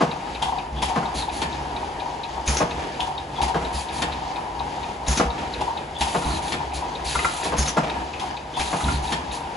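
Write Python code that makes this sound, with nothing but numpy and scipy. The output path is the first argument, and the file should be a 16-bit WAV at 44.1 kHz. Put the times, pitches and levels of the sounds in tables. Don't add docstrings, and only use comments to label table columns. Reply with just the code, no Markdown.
import sys
import numpy as np
from scipy import signal
from scipy.fft import rfft, irfft, next_fast_len
from scipy.io import wavfile

SR = 44100
rng = np.random.default_rng(int(sys.argv[2]) if len(sys.argv) > 2 else 0)


def waveform_to_disk(signal):
    frames = np.transpose(np.atleast_2d(signal))
    scaled = np.clip(frames, -1, 1) * 32767
    samples = np.round(scaled).astype(np.int16)
    wavfile.write(sys.argv[1], SR, samples)


N = 421596
T = np.arange(N) / SR
SIZE = next_fast_len(N + SR)
FREQS = np.maximum(np.arange(SIZE // 2 + 1) * SR / SIZE, 1)
EARS = np.array([[1], [-1]])


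def undb(db):
    return 10 ** (np.asarray(db) / 20)


def noise():
    return rng.standard_normal(N)


def through(x, response):
    return irfft(rfft(x, SIZE) * response / np.sqrt(np.mean(abs(response) ** 2)), SIZE)[..., :N]


def colour(points, size=16384):
    hz, db = np.transpose(points)
    f = np.maximum(np.arange(size // 2 + 1) * SR / size, 1)
    octaves_outside = np.maximum(np.log2(f / hz[-1]), 0) + np.maximum(np.log2(hz[0] / f), 0)
    curve_db = np.interp(np.log(f), np.log(hz), db) - 20 * octaves_outside
    cepstrum = irfft(np.log(undb(curve_db)), size)
    impulse = irfft(np.exp(rfft(2 * cepstrum[:size // 2], size)), size)
    return rfft(impulse, SIZE)


def body(modes):
    return sum(undb(db) / (1 + 1j * (FREQS ** 2 - hz ** 2) / (FREQS * width)) for hz, width, db in modes)


def burst(start, decay, rise=0.0022, hold=0):
    env, first = np.zeros(N), max(int(start * SR), 0)
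    t = T[:min(SR, N - first)]
    env[first:first + len(t)] = (1 - np.exp(-t / rise)) * np.exp(-np.maximum(t - hold, 0) / abs(decay))
    return env


def swell(middle, half):
    return np.exp(-np.minimum(((T - middle) / half) ** 2, 20))


def walk(rate):
    knots = rng.standard_normal(N // 10)
    return np.interp(T * rate, np.arange(len(knots)), knots)


def grains(rate, spread_db):
    x, chance = np.zeros(N), rng.random(N)
    hits = chance < rate / SR
    sign, size = rng.standard_normal((2, N // 4))[:, :hits.sum()]
    x[hits] = np.sign(sign) * undb(spread_db * size)
    return x / np.std(x)


def ring(start, modes, rise, hold):
    out, t = np.zeros(N + SR), T[:SR // 3]
    for (hz, width, db), (phase, detune) in zip(modes, rng.random((len(modes), 2))):
        env = (1 - np.exp(-t / rise)) * np.exp(-np.pi * width * np.maximum(t - hold, 0))
        wave = np.sin(2 * np.pi * ((hz + (detune - .5) * width / 2) * t + phase))
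        out[max(int(start * SR), 0):][:len(t)] += undb(db) * env * wave
    return out[:N]


def place(x, pan_db, wet):
    t = T[:SR // 2]
    tails = rng.standard_normal((2, len(t))) * undb(-60 * t / .18) * (t > .002)
    mid, side = rfft(tails / np.sqrt(np.sum(tails ** 2, axis=1, keepdims=True)), SIZE)
    apart = FREQS ** 2 / (FREQS ** 2 + 520 ** 2)
    response = undb(EARS * pan_db * apart / 2) + wet * apart * (0.5 * mid + EARS * side)
    return irfft(rfft(x, SIZE) * response, SIZE)[:, :N]


# valve_s, stop_s, stop_db
INDEXINGS = [(0.819, 0.957, -17.5), (3.415, 3.544, -19), (6.007, 6.145, -19), (8.594, 8.728, -21)]
# start_s, puff_db, latch_db
GATES = [(.419, -25.5, -19.5), (3.001, -29, -20.5), (5.607, -30.5, -31), (8.195, -30.5, -28.5)]
# start_s, hold_s, level_db
CATCHES = [(0.422, 0.017, -19), (0.467, 0.029, -25), (0.52, 0.014, -23.5), (0.549, 0.038, -27),
           (0.825, 0.01, -19), (0.894, 0.02, -22), (1.052, 0.0075, -21.5), (1.224, .012, -25),
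           (1.274, .012, -31), (1.823, 0.0067, -26), (2.378, .008, -28), (2.988, 0.0067, -32),
           (3.011, 0.017, -24), (3.073, 0.011, -28), (3.384, .006, -19.5), (3.403, 0.0053, -18.5),
           (3.426, 0.011, -16.5), (3.48, 0.029, -19), (4.378, 0.019, -22.5), (4.55, 0.0055, -24),
           (4.603, .009, -21), (5.612, 0.0096, -17.5), (5.673, 0.024, -23.5), (6.012, 0.012, -18),
           (6.061, 0.014, -24), (6.601, 0.015, -23.5), (6.82, 0.0074, -23.5), (6.927, 0.0097, -29),
           (8.221, 0.014, -26), (8.57, 0.018, -18.5), (8.605, 0.009, -22), (8.697, .014, -32)]
# pitch_hz, width_hz, level_db
GUIDE_MODES = [(751, 51, 8), (810, 110, 10.5), (930.6, 65, 14.5), (897, 17, -4)]
# pitch_hz, width_hz, level_db
CATCH_MODES = [(945, 46, -5), (879, 69, -6.5), (771, 56, -7)]
SLACK_LEAD_S, REST_SLACK_DB, GATE_SLACK_DB, DRAG_DB = 0.12, 7.5, 5.5, -33.5
SLIP_HZ, SLIP_FADE, SLIP_DEPTH = 18, .5, .22


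def conveyor():
    slack = sum(REST_SLACK_DB * swell(s - SLACK_LEAD_S, half=0.11) for s, _, _ in INDEXINGS)
    slack = slack + sum(GATE_SLACK_DB * swell(s - .04, half=0.04) for s, _, _ in GATES)
    cycle = np.cumsum(SLIP_HZ * np.exp(.25 * walk(20))) / SR % 1
    judder = 1 - SLIP_DEPTH + SLIP_DEPTH * np.exp(-cycle / SLIP_FADE) / SLIP_FADE
    drag = undb(DRAG_DB - slack + 1.6 * walk(30)) * judder
    slips = sum(undb(db - 11) * burst(s, decay=0.0089, hold=hold) for s, hold, db in CATCHES)
    restarts = [s for s, _, _ in INDEXINGS + GATES]
    strain = undb(-44.5) * sum(burst(s, decay=0.29, rise=0.013) for s in restarts)
    friction = drag + slips + strain
    guide = body(GUIDE_MODES) * body([(830, 194, 0)])
    mid, side = (through(friction * grains(rate=1200, spread_db=2), guide) for _ in range(2))
    catches = sum(undb(db - 0.1) * ring(s, CATCH_MODES, rise=0.00088, hold=hold) for s, hold, db in CATCHES)
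    return (mid + catches) * undb(EARS * 2.95) + undb(-3) * EARS * side


# pitch_hz, width_hz, level_db
BOTTLE_MODES = [(1760, 79, 3.5), (2300, 180, -4.5), (2880, 290, -4.5), (4720, 260, -1.5)]
JOSTLE_DB = -56
REST_LEAD_S, REST_HALF_S = 0.13, 0.057


def bottles():
    resting = sum(swell(s - REST_LEAD_S, half=0.045) for s, _, _ in INDEXINGS)
    taps = grains(rate=260, spread_db=3) * undb(3.5 * walk(22) - 12 * resting)
    jostle = through(taps, body(BOTTLE_MODES) * body([(2600, 3500, 0)]))
    return place(undb(JOSTLE_DB) * jostle, pan_db=11.0, wet=0.74)


# pitch_hz, density_db_per_hz
HALL_SPECTRUM = [(20, -47), (40, -9), (62, 4), (100, -10), (142, -6.5), (190, -9.5), (330, -6.5),
                 (500, -8.5), (800, -12.5), (1300, -19), (3000, -23), (5000, -34), (11000, -37)]
# pitch_hz, density_db_per_hz
WHIRR_SPECTRUM = [(100, 5.5), (400, 12), (1000, -9), (1400, 2), (2000, 5), (2500, 3), (3300, 6.5),
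                  (4700, 4.5), (5400, 0), (6500, 1.5), (8000, -10.5), (11000, -36)]


def drives():
    rests = [s - REST_LEAD_S for s, _, _ in INDEXINGS]
    resting = sum(swell(s, REST_HALF_S) for s in rests)
    hall = through(noise(), colour(HALL_SPECTRUM)) * undb(-36.0 + 1.8 * walk(11) - 2 * resting)
    whirr = through(grains(rate=5000, spread_db=4.0), colour(WHIRR_SPECTRUM))
    whirr = whirr * undb(-47.0 + 2.0 * walk(13) - 7.5 * resting)
    squeak = sum(burst(s + 0.072, decay=0.018, hold=0.027) for s in rests) * undb(-39 + 2.2 * walk(150))
    squeak = through(squeak * noise(), body([(3380, 280, 0)]) * body([(3280, 1200, 0)]))
    return place(hall + whirr + squeak, pan_db=2.0, wet=0.74)


# pitch_hz, level_db
HUM_LINES = [(141, -48.5), (323, -54), (544, -51.5), (630, -48.5)]


def motors():
    hum = 0
    for hz, db in HUM_LINES:
        line = np.sin(2 * np.pi * hz * T + 0.96 * walk(7))
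        hum = hum + undb(db) * line * (1 + 0.39 * walk(9))
    return place(hum, pan_db=-6.0, wet=0.2)


# dump_s, landing_s, blow_db
PRESSINGS = [(-.14, 0.005, -13.5), (2.456, 2.602, -15.5), (5.06, 5.194, -15), (7.563, 7.766, -15.5)]
# landing_s, blow_db, valve_db
CAPPINGS = [(1.416, -26.5, -21.5), (4.019, -25.5, -20.5), (6.52, -30, -23.5), (9.121, -26.5, -21.5)]
# stop_s, blow_db
FEEDS = [(7.451, -25.5), (7.521, -20.5)]
# pitch_hz, width_hz, level_db
FRAME_MODES = [(143.7, 9.7, -1), (173.2, 9.3, 2), (218.7, 13.6, -1.5), (299.3, 24, -0.5), (404, 62, -2),
               (476.6, 15, 3), (648, 10.7, -1), (700, 18, 2), (832, 62, -6), (888, 58, 0), (1070, 96, 0),
               (1213, 32, -3), (1400, 150, -11), (1528, 69, -15), (1662, 53, -10), (2100, 82, -22)]
# pitch_hz, density_db_per_hz
KNOCK_SPECTRUM = [(60, 0.5), (200, 5.5), (900, 7), (1500, -4), (3000, -11), (7000, -22.5), (11000, -30)]
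STOP_RISE_S, LANDING_RISE_S, STOP_HOLD_S, BASS_LAG_S = 0.0026, 0.0014, 0.018, 0.0052
PRESS_BASS_DB = -0.14
REBOUND_S, REBOUND_DB = .062, -16.5
CHATTER_DB, CHATTER_S = -23, 0.071


def cylinders():
    stops = [(s, db, STOP_RISE_S, 0) for _, s, db in INDEXINGS] + [(s, db, STOP_RISE_S, 0) for s, db in FEEDS]
    stops += [(s, db, LANDING_RISE_S, PRESS_BASS_DB) for _, s, db in PRESSINGS]
    stops += [(s, db, LANDING_RISE_S, 0) for s, db, _ in CAPPINGS]
    frame = 0
    for s, db, rise, bass_db in stops:
        for (hz, width, mode_db), luck_db in zip(FRAME_MODES, rng.standard_normal(len(FRAME_MODES))):
            lag = BASS_LAG_S * FRAME_MODES[0][0] / hz
            level = undb(db - 10 + luck_db + bass_db * np.log2(700 / hz))
            frame = frame + level * ring(s + lag, [(hz, width, mode_db)], rise=rise + lag, hold=STOP_HOLD_S)
        rebound = ring(s + REBOUND_S, FRAME_MODES, rise=0.0078, hold=0.0038)
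        frame = frame + undb(db - 4.0 + REBOUND_DB) * rebound
    blows = sum(undb(db) * burst(s, decay=0.021, rise=rise / 2, hold=0.023) for s, db, rise, _ in stops)
    knock = undb(-5) * through(blows * grains(rate=3300, spread_db=1.0), colour(KNOCK_SPECTRUM))
    shaken = sum(undb(db + CHATTER_DB) * burst(s + 0.028, decay=CHATTER_S, rise=0.014, hold=0.02)
                 for s, db, _, _ in stops)
    joints = through(shaken * grains(rate=130, spread_db=3), body(FRAME_MODES))
    return place(frame + knock + joints, pan_db=2.5, wet=0.47)


# snap_db, roller_db
LINKS = [(-31, -35), (-30, -36), (-31.5, -35), (-30, -40), (-31, -42), (-31, -39), (-29.5, -46), (-30, -40),
         (-30, -37), (-26.5, -36.5), (-27.5, -31), (-28, -34), (-38, -44), (-25, -47), (-31, -44),
         (-28.5, -42), (-29, -42), (-25, -36), (-29, -38), (-27, -41), (-35, -38), (-32, -43), (-29, -42),
         (-27, -37), (-28, -40), (-31, -33), (-29, -37), (-26.5, -48), (-44, -40), (-28, -43), (-33, -36),
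         (-34, -37), (-24, -40), (-26.5, -34), (-37, -32), (-30.5, -39), (-35, -30), (-26.5, -42),
         (-31, -40), (-30.5, -38)]
FIRST_LINK_S, LINK_PERIOD_S, LINK_RISE_S = .109, .2359, .003
LINK_HZ, ROLLER_HZ, LINK_SCATTER_HZ = 3810, 2510, 28


def chain():
    def band(x, lo, hi, order):
        return signal.sosfilt(signal.butter(order, [lo, hi], "band", fs=SR, output="sos"), x)

    out, t = np.zeros(N + SR), T[:SR // 10]
    snap = (1 - np.exp(-(t / LINK_RISE_S) ** 2)) * (np.exp(-t / 0.0052) + 0.32 * np.exp(-t / 0.016))
    settle = (1 - np.exp(-(t / 0.0069) ** 2)) * np.exp(-t / 0.017)
    for k, (snap_db, roller_db) in enumerate(LINKS):
        hz, low = np.array([LINK_HZ, ROLLER_HZ]) + LINK_SCATTER_HZ * rng.standard_normal(2)
        hiss, rattle = rng.standard_normal((2, len(t)))
        link = band(band(snap * hiss, hz - 150, hz + 150, order=1), 2800, 4600, order=2)
        roller = band(settle * rattle, low - 110, low + 110, order=1)
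        tick = undb(snap_db + 17.5) * link + undb(roller_db + 23.0) * roller
        out[int((FIRST_LINK_S + k * LINK_PERIOD_S) * SR):][:len(t)] += tick
    return place(out[:N], pan_db=5.0, wet=0.14)


def jet(envelope, treble_db, spectrum, flutter_db):
    air = through(noise(), colour(spectrum)) * undb(flutter_db * walk(170))
    top = irfft(rfft(air, SIZE) / (1 + (7500 / FREQS) ** 6), SIZE)[:N]
    return envelope * (air + (undb(treble_db) - 1) * top)


# pitch_hz, density_db_per_hz
PUFF_SPECTRUM = [(200, 15), (1000, 3.5), (2000, 6), (3400, 6.5), (5000, 2), (6800, -1.5), (8000, -6.5),
                 (11000, -5)]
INDEX_PUFF_DB, SHUT_PUFF_DB = -21.5, -25
DUMP_S = 0.11


def valves():
    switches = [(s, INDEX_PUFF_DB) for s, _, _ in INDEXINGS] + [(s, db) for s, db, _ in GATES]
    bright = sum(undb(db - 3.0) * (burst(s, decay=0.035) + undb(-11.5) * burst(s + 0.063, decay=0.025))
                 for s, db in switches)
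    capper = sum(undb(db - 1.0) * burst(s, decay=0.015) for s, _, db in CAPPINGS)
    shut = sum(burst(s + DUMP_S, decay=0.016) + undb(-16) * burst(landing, decay=0.025)
               for s, landing, _ in PRESSINGS if s > 0)
    puffs = jet(bright, 4.1, PUFF_SPECTRUM, flutter_db=1.5) + jet(capper, 2.2, PUFF_SPECTRUM, flutter_db=2.0)
    puffs = puffs + jet(undb(SHUT_PUFF_DB) * shut, -5, PUFF_SPECTRUM, flutter_db=5.0)
    return place(puffs, pan_db=4.0, wet=0.69)


# start_s, rumble_db
TURNS = [(5.981, -21.5), (8.562, -21.5)]


def travels():
    wheel = [(swell(s + 0.323, half=0.061), db) for s, db in TURNS]
    capper = [(swell(s + 0.018, half=0.18), -30.5) for s, _, _ in CAPPINGS]
    feeder = [(swell(s, half=0.045), -34) for s, _ in FEEDS]
    press = [(swell(s + 0.2, half=0.09), -29) for dump, s, _ in PRESSINGS if dump > 0]
    return wheel + capper + feeder + press


# start_s, level_db, loudest_hz
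CLACKS = [(0.957, -37, 2000), (1.027, -25, 1280), (1.418, -27, 1900), (3.613, -25.5, 1200),
          (4.019, -29, 1500), (5.2, -17.5, 1400), (6.2216, -23, 1150), (6.305, -26, 1350),
          (6.538, -26.5, 1700), (7.152, -13.5, 1140), (7.19, -15, 2300), (7.246, -9.5, 1600),
          (7.773, -16, 1400), (8.805, -23, 1150), (8.882, -19.5, 1400)]
# pitch_hz, width_hz, level_db
CAP_MODES = [(995, 86, -1.5), (1274, 97, -9), (1403, 70, -3.5), (1700, 140, -19), (2048, 130, -4),
             (2495, 85, -12), (2920, 81, -11)]
# pitch_hz, density_db_per_hz
CLACK_SPECTRUM = [(400, -13), (1000, -0.5), (1370, 8), (1700, -25), (2100, -6), (3000, -20), (8000, -16)]
# pitch_hz, width_hz, level_db
LATCH_MODES = [(2500, 63, -4), (3190, 59, -2), (3480, 43, 1.5), (3900, 40, -15)]
CAP_RISE_S, CAP_HOLD_S = .0004, .008
CAP_FOCUS_DB = 14
INDEX_LATCH_DB, CAPPER_LATCH_DB, GATE_RING_DB, CAPPER_RATTLE_DB = -22, -22.5, -10.5, -36


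def fittings():
    def struck(centre):
        return [(hz, width, db - CAP_FOCUS_DB * abs(np.log2(hz / centre))) for hz, width, db in CAP_MODES]

    caps = sum(undb(db - 4.0) * ring(s, struck(centre), rise=CAP_RISE_S, hold=CAP_HOLD_S)
               for s, db, centre in CLACKS)
    cracks = sum(undb(db - 11.5) * burst(s, decay=0.0096, rise=0.0011, hold=0.0095) for s, db, _ in CLACKS)
    cracks = through(cracks * grains(rate=5000, spread_db=1.5), colour(CLACK_SPECTRUM))
    snaps = [(s, INDEX_LATCH_DB) for s, _, _ in INDEXINGS] + [(s, CAPPER_LATCH_DB) for s, _, _ in CAPPINGS]
    snaps += [(s, db) for s, _, db in GATES]
    latches = sum(undb(db - 10.0) * burst(s, decay=0.011, rise=0.0014, hold=0.0093) for s, db in snaps)
    latches = through(latches * grains(rate=4000, spread_db=10.0), body([(3120, 1450, 0)]) ** 2)
    spring = sum(undb(db + GATE_RING_DB) * ring(s, LATCH_MODES, rise=.0015, hold=0.012) for s, _, db in GATES)
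    jolts = undb(CAPPER_RATTLE_DB) * sum(burst(s, decay=0.021) for s, _, _ in CAPPINGS)
    loose = (undb(-46.5) * sum(env for env, _ in travels()) + jolts) * grains(rate=600, spread_db=3)
    loose_body = body([(1750, 59, 15.0), (2340, 610, 5.5), (3220, 490, -12)]) * body([(2400, 1900, 0)])
    return place(caps + cracks + latches + spring + through(loose, loose_body), pan_db=2.5, wet=0.86)


# start_s, hold_s, level_db, lurch_db
VENTS = [(1.14, 0.063, -30, -34.5), (3.726, 0.082, -30.5, -31), (6.733, 0.027, -29, -39),
         (7.042, 0.084, -26.5, -36), (7.14, 0.27, -30.5, -33), (7.431, 0.03, -28, -44),
         (9.314, 0.038, -32, -45)]
# start_s, hold_s, level_db
SWAYS = [(0.721, 0.074, -34.5), (2.75, .025, -38), (5.253, 0.027, -31), (8.937, 0.028, -27.5),
         (9.033, .05, -38)]
# pitch_hz, width_hz, level_db
CABINET_MODES = [(62.2, 11.6, -0.5), (143.5, 7.2, -10.5), (219.5, 21, -13.5)]
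# pitch_hz, density_db_per_hz
ROLL_SPECTRUM = [(30, -20), (68, 12), (105, -3), (145, 2), (200, 1), (330, 3), (500, -19), (900, 0),
                 (1400, -19), (3000, -22), (8000, -31)]
INDEX_LURCH_DB, PRESS_LURCH_DB, PRESS_LURCH_S = -34.5, -24.5, 0.0212
TURN_LURCH_DB, TURN_LURCH_S = -27.5, .275


def cabinet():
    lurches = [(s, INDEX_LURCH_DB, .03) for s, _, _ in INDEXINGS]
    lurches += [(s + PRESS_LURCH_S, PRESS_LURCH_DB, .026) for s, _, _ in PRESSINGS if s > 0]
    lurches += [(s + TURN_LURCH_S, TURN_LURCH_DB, .058) for s, _ in TURNS]
    lurches += [(s + 0.0147, db, .024) for s, _, _, db in VENTS]
    lurches += [(s, db, hold) for s, hold, db in SWAYS]
    swing = sum(undb(db + 7.5) * ring(s, CABINET_MODES, rise=0.0024, hold=hold) for s, db, hold in lurches)
    travel = sum(undb(db - 5.0) * env for env, db in travels())
    return swing + place(through(travel * noise(), colour(ROLL_SPECTRUM)), pan_db=-2, wet=1.0)


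# pitch_hz, density_db_per_hz
CRACK_SPECTRUM = [(500, 0), (1000, -2), (1600, -4), (2600, -14), (3400, -27), (8000, -30)]
CRACK_DB, CRACK_RISE_S, CRACK_DECAY_S = -5, .0003, .006


def contacts():
    hits = [(s, db + 3) for _, s, db in INDEXINGS] + FEEDS + [(s, db - 5) for s, db, _ in CLACKS]
    touch = sum(undb(db + CRACK_DB) * burst(s, decay=CRACK_DECAY_S, rise=CRACK_RISE_S) for s, db in hits)
    return place(through(touch * noise(), colour(CRACK_SPECTRUM)), pan_db=5, wet=.4)


# start_s, hold_s, level_db
RATTLES = [(1.006, 0.039, -37), (2.775, .018, -30.5), (2.819, 0.021, -34.5), (5.378, .018, -30.5),
           (5.411, 0.028, -34), (5.455, .014, -42), (7.422, 0.011, -29), (7.83, 0.015, -26.5),
           (7.868, 0.041, -32), (8.75, 0.018, -39)]
# pitch_hz, width_hz, level_db
LOOSE_MODES = [(344, 130, 14), (620, 140, 11.5), (1320, 130, -5), (1790, 200, -3), (2320, 140, -0.5),
               (3150, 320, -21)]


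def rattles():
    bouts = sum(undb(db) * burst(s, decay=0.017, rise=0.0022, hold=hold) for s, hold, db in RATTLES)
    chatter = through(bouts * grains(rate=990, spread_db=0), body(LOOSE_MODES) * body([(1300, 4100, 0)]))
    return place(chatter, pan_db=2, wet=0.61)


# pitch_hz, density_db_per_hz
VENT_SPECTRUM = [(300, -11), (1500, -0.5), (2500, 8.5), (4000, 8), (4700, 3), (5400, -1.5), (6200, 5),
                 (7000, 3), (7900, 0), (10000, 1), (11000, 0)]
TURN_S, TURN_AIR_DB, CAPPER_S, CAPPER_AIR_DB = 0.39, -32.5, 0.1, -34.5
TREBLE_DB = 5.5


def silencers():
    vents = [(s, hold, db) for s, hold, db, _ in VENTS] + [(s, TURN_S, TURN_AIR_DB) for s, _ in TURNS]
    vents += [(s - CAPPER_S, CAPPER_S, CAPPER_AIR_DB) for s, _, _ in CAPPINGS]
    flow = sum(undb(db - 6) * burst(s, decay=0.035, rise=0.007, hold=hold) for s, hold, db in vents)
    gush = sum(undb(db - 6) * burst(s, decay=0.022, rise=0.031, hold=0.037) for s, _, db in vents)
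    hose = through(gush * grains(rate=1800, spread_db=1), body([(4330, 1800, 0)]) ** 2)
    flow = flow * undb(1.5 * walk(70))
    slide_body = body([(1780, 180, 3), (2550, 360, -1), (3940, 300, 1), (4650, 300, -2)])
    slide_body = slide_body * body([(2900, 3800, 0)])
    scrape = undb(-6.5) * through(flow * grains(rate=220, spread_db=4.0), slide_body)
    return place(jet(flow, TREBLE_DB, VENT_SPECTRUM, flutter_db=0.35) + hose + scrape, pan_db=1.0, wet=0.43)


# start_s, hold_s, level_db, first_hz
GUSHES = [(1.165, 0.066, -33.5, 4450), (3.74, .05, -35, 4970), (6.3, 0.063, -35, 4470),
          (7.06, .05, -36, 4600), (8.64, .035, -39, 4200), (8.908, .05, -34, 4500)]
GUSH_SAG_HZ_PER_S = 8500


def gushes():
    out = 0
    for s, hold, db, first_hz in GUSHES:
        hz = first_hz - GUSH_SAG_HZ_PER_S * np.clip(T - s, 0, hold)
        tone = np.sin(2 * np.pi * np.cumsum(hz) / SR)
        out = out + undb(db) * burst(s, decay=0.016, rise=0.008, hold=hold) * tone
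    sputter = walk(800) * undb(3 * walk(110))
    return place(out * sputter, pan_db=4.0, wet=0.49)


SING_DB, SING_HZ, SING_SAG_HZ_PER_S, SING_S = -43, 4700, 9800, 0.079


def hoses():
    starts = [s - SING_S for s, _, _ in CAPPINGS] + [s + .035 for s, _, _ in PRESSINGS if s > 0]
    out = 0
    for s in starts:
        hz = SING_HZ - SING_SAG_HZ_PER_S * np.clip(T - s, 0, SING_S)
        out = out + burst(s, decay=0.013, rise=.012, hold=SING_S) * np.sin(2 * np.pi * np.cumsum(hz) / SR)
    return place(undb(SING_DB) * out * walk(350), pan_db=1.5, wet=0.38)


# pitch_hz, width_hz, level_db
CHUCK_MODES = [(1820, 76, -1), (2246, 50, -9), (2630, 70, -9), (3270, 70, -2), (3680, 90, -4),
               (4360, 110, 0.5)]
CHUCK_DB, CHUCK_GAP_S, CHUCK_STEP_DB = -33.5, .009, 1


def chuck():
    touches = [(s + k * CHUCK_GAP_S, CHUCK_DB + k * CHUCK_STEP_DB) for s, _, _ in CAPPINGS for k in range(3)]
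    clatter = sum(undb(db) * ring(s, CHUCK_MODES, rise=.001, hold=0.0024) for s, db in touches)
    return place(clatter, pan_db=11, wet=0.7)


# lag_s after the dump starts, level_db, pitch_hz
PORT_CHIRPS = [(0.02, -20, 6540), (.112, -19.5, 6140)]
# pitch_hz, density_db_per_hz
DUMP_SPECTRUM = [(200, 8.5), (1300, 6.5), (3000, 3), (5000, 4.5), (6300, 1), (7100, -0.5), (7700, -6),
                 (9500, 2.5), (11000, 2)]
# pitch_hz, width_hz, level_db
EXHAUST_MODES = [(5330, 33, -3), (5560, 19, -3), (6000, 33, -1), (6540, 30, -3), (7070, 55, -3)]
DUMP_DB, EXHAUST_DB = -31, -6.5


def press_air():
    starts = [s for s, _, _ in PRESSINGS if s > 0]
    whistles = [(s + lag, db, hz) for s in starts for lag, db, hz in PORT_CHIRPS]
    flow = undb(DUMP_DB) * sum(burst(s, decay=0.028, rise=0.0086, hold=DUMP_S) for s in starts)
    surges = sum(undb(db - 11) * burst(s, decay=0.026) for s, db, _ in whistles)
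    pipe = through(noise(), body(EXHAUST_MODES) * body([(6000, 3000, 0)]))
    air = through(noise(), colour(DUMP_SPECTRUM)) + undb(EXHAUST_DB) * pipe
    dump = (flow + surges) * air * undb(2.7 * walk(120))
    chirps, hiss = 0, noise()
    for s, db, hz in whistles:
        port = signal.butter(3, [hz - 400, hz + 400], "band", fs=SR, output="sos")
        surge = undb(db) * burst(s, decay=0.015, rise=0.00054, hold=0.0025) * hiss
        chirps = chirps + undb(10.5) * signal.sosfilt(port, surge + 1e-18)
    return place(dump + chirps, pan_db=2.0, wet=0.6)


def scene():
    machine = conveyor() + bottles() + cylinders() + chain() + valves() + fittings() + cabinet()
    machine = machine + contacts() + rattles() + silencers() + gushes() + hoses() + chuck() + press_air()
    tail = rng.standard_normal(SR) * undb(-60 * T[:SR] / 0.77) * (T[:SR] > .02)
    answer = rfft(tail / np.linalg.norm(tail), SIZE) / (1 + (FREQS / 5000) ** 2)
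    echo = irfft(rfft(machine.mean(axis=0), SIZE) * answer, SIZE)[:N]
    return machine + drives() + motors() + undb(-11.5) * place(echo, pan_db=1, wet=.8)


# pitch_hz, left_lead_rad
MIC_PHASE = [(100, 0), (300, .1), (600, .45), (950, .95), (1400, .4), (1800, -.5), (2500, 0), (3100, .4),
             (3600, 0), (7400, -.1), (7750, -2.2), (8300, -3), (8700, -3.3), (9050, -5.1), (10000, -6.28),
             (10800, -6.9), (11400, -9.3)]
# pitch_hz, width_db
MIC_WIDTH = [(130, 0), (300, 0), (550, 3), (850, -4.5), (1200, 0), (1750, 5.5), (2600, -4.5), (3250, 2),
             (3600, -1.5), (4200, -8), (5100, 3), (6600, -12.5), (7600, 8), (8300, -9.5), (10000, -26)]
TOP_HZ = 11000


def record(dry):
    def curve(points):
        hz, value = np.transpose(points)
        return np.interp(np.log(FREQS), np.log(hz), value)

    left, right = rfft(dry, SIZE)
    pair = (left + right) / 2 + EARS * undb(curve(MIC_WIDTH)) * (left - right) / 2
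    sound = irfft(pair * np.exp(1j * EARS * curve(MIC_PHASE) / 2), SIZE)[:, :N]
    return signal.sosfilt(signal.ellip(10, .2, 80, TOP_HZ, fs=SR, output="sos"), sound)


dry = scene()
out = record(dry)
waveform_to_disk(out)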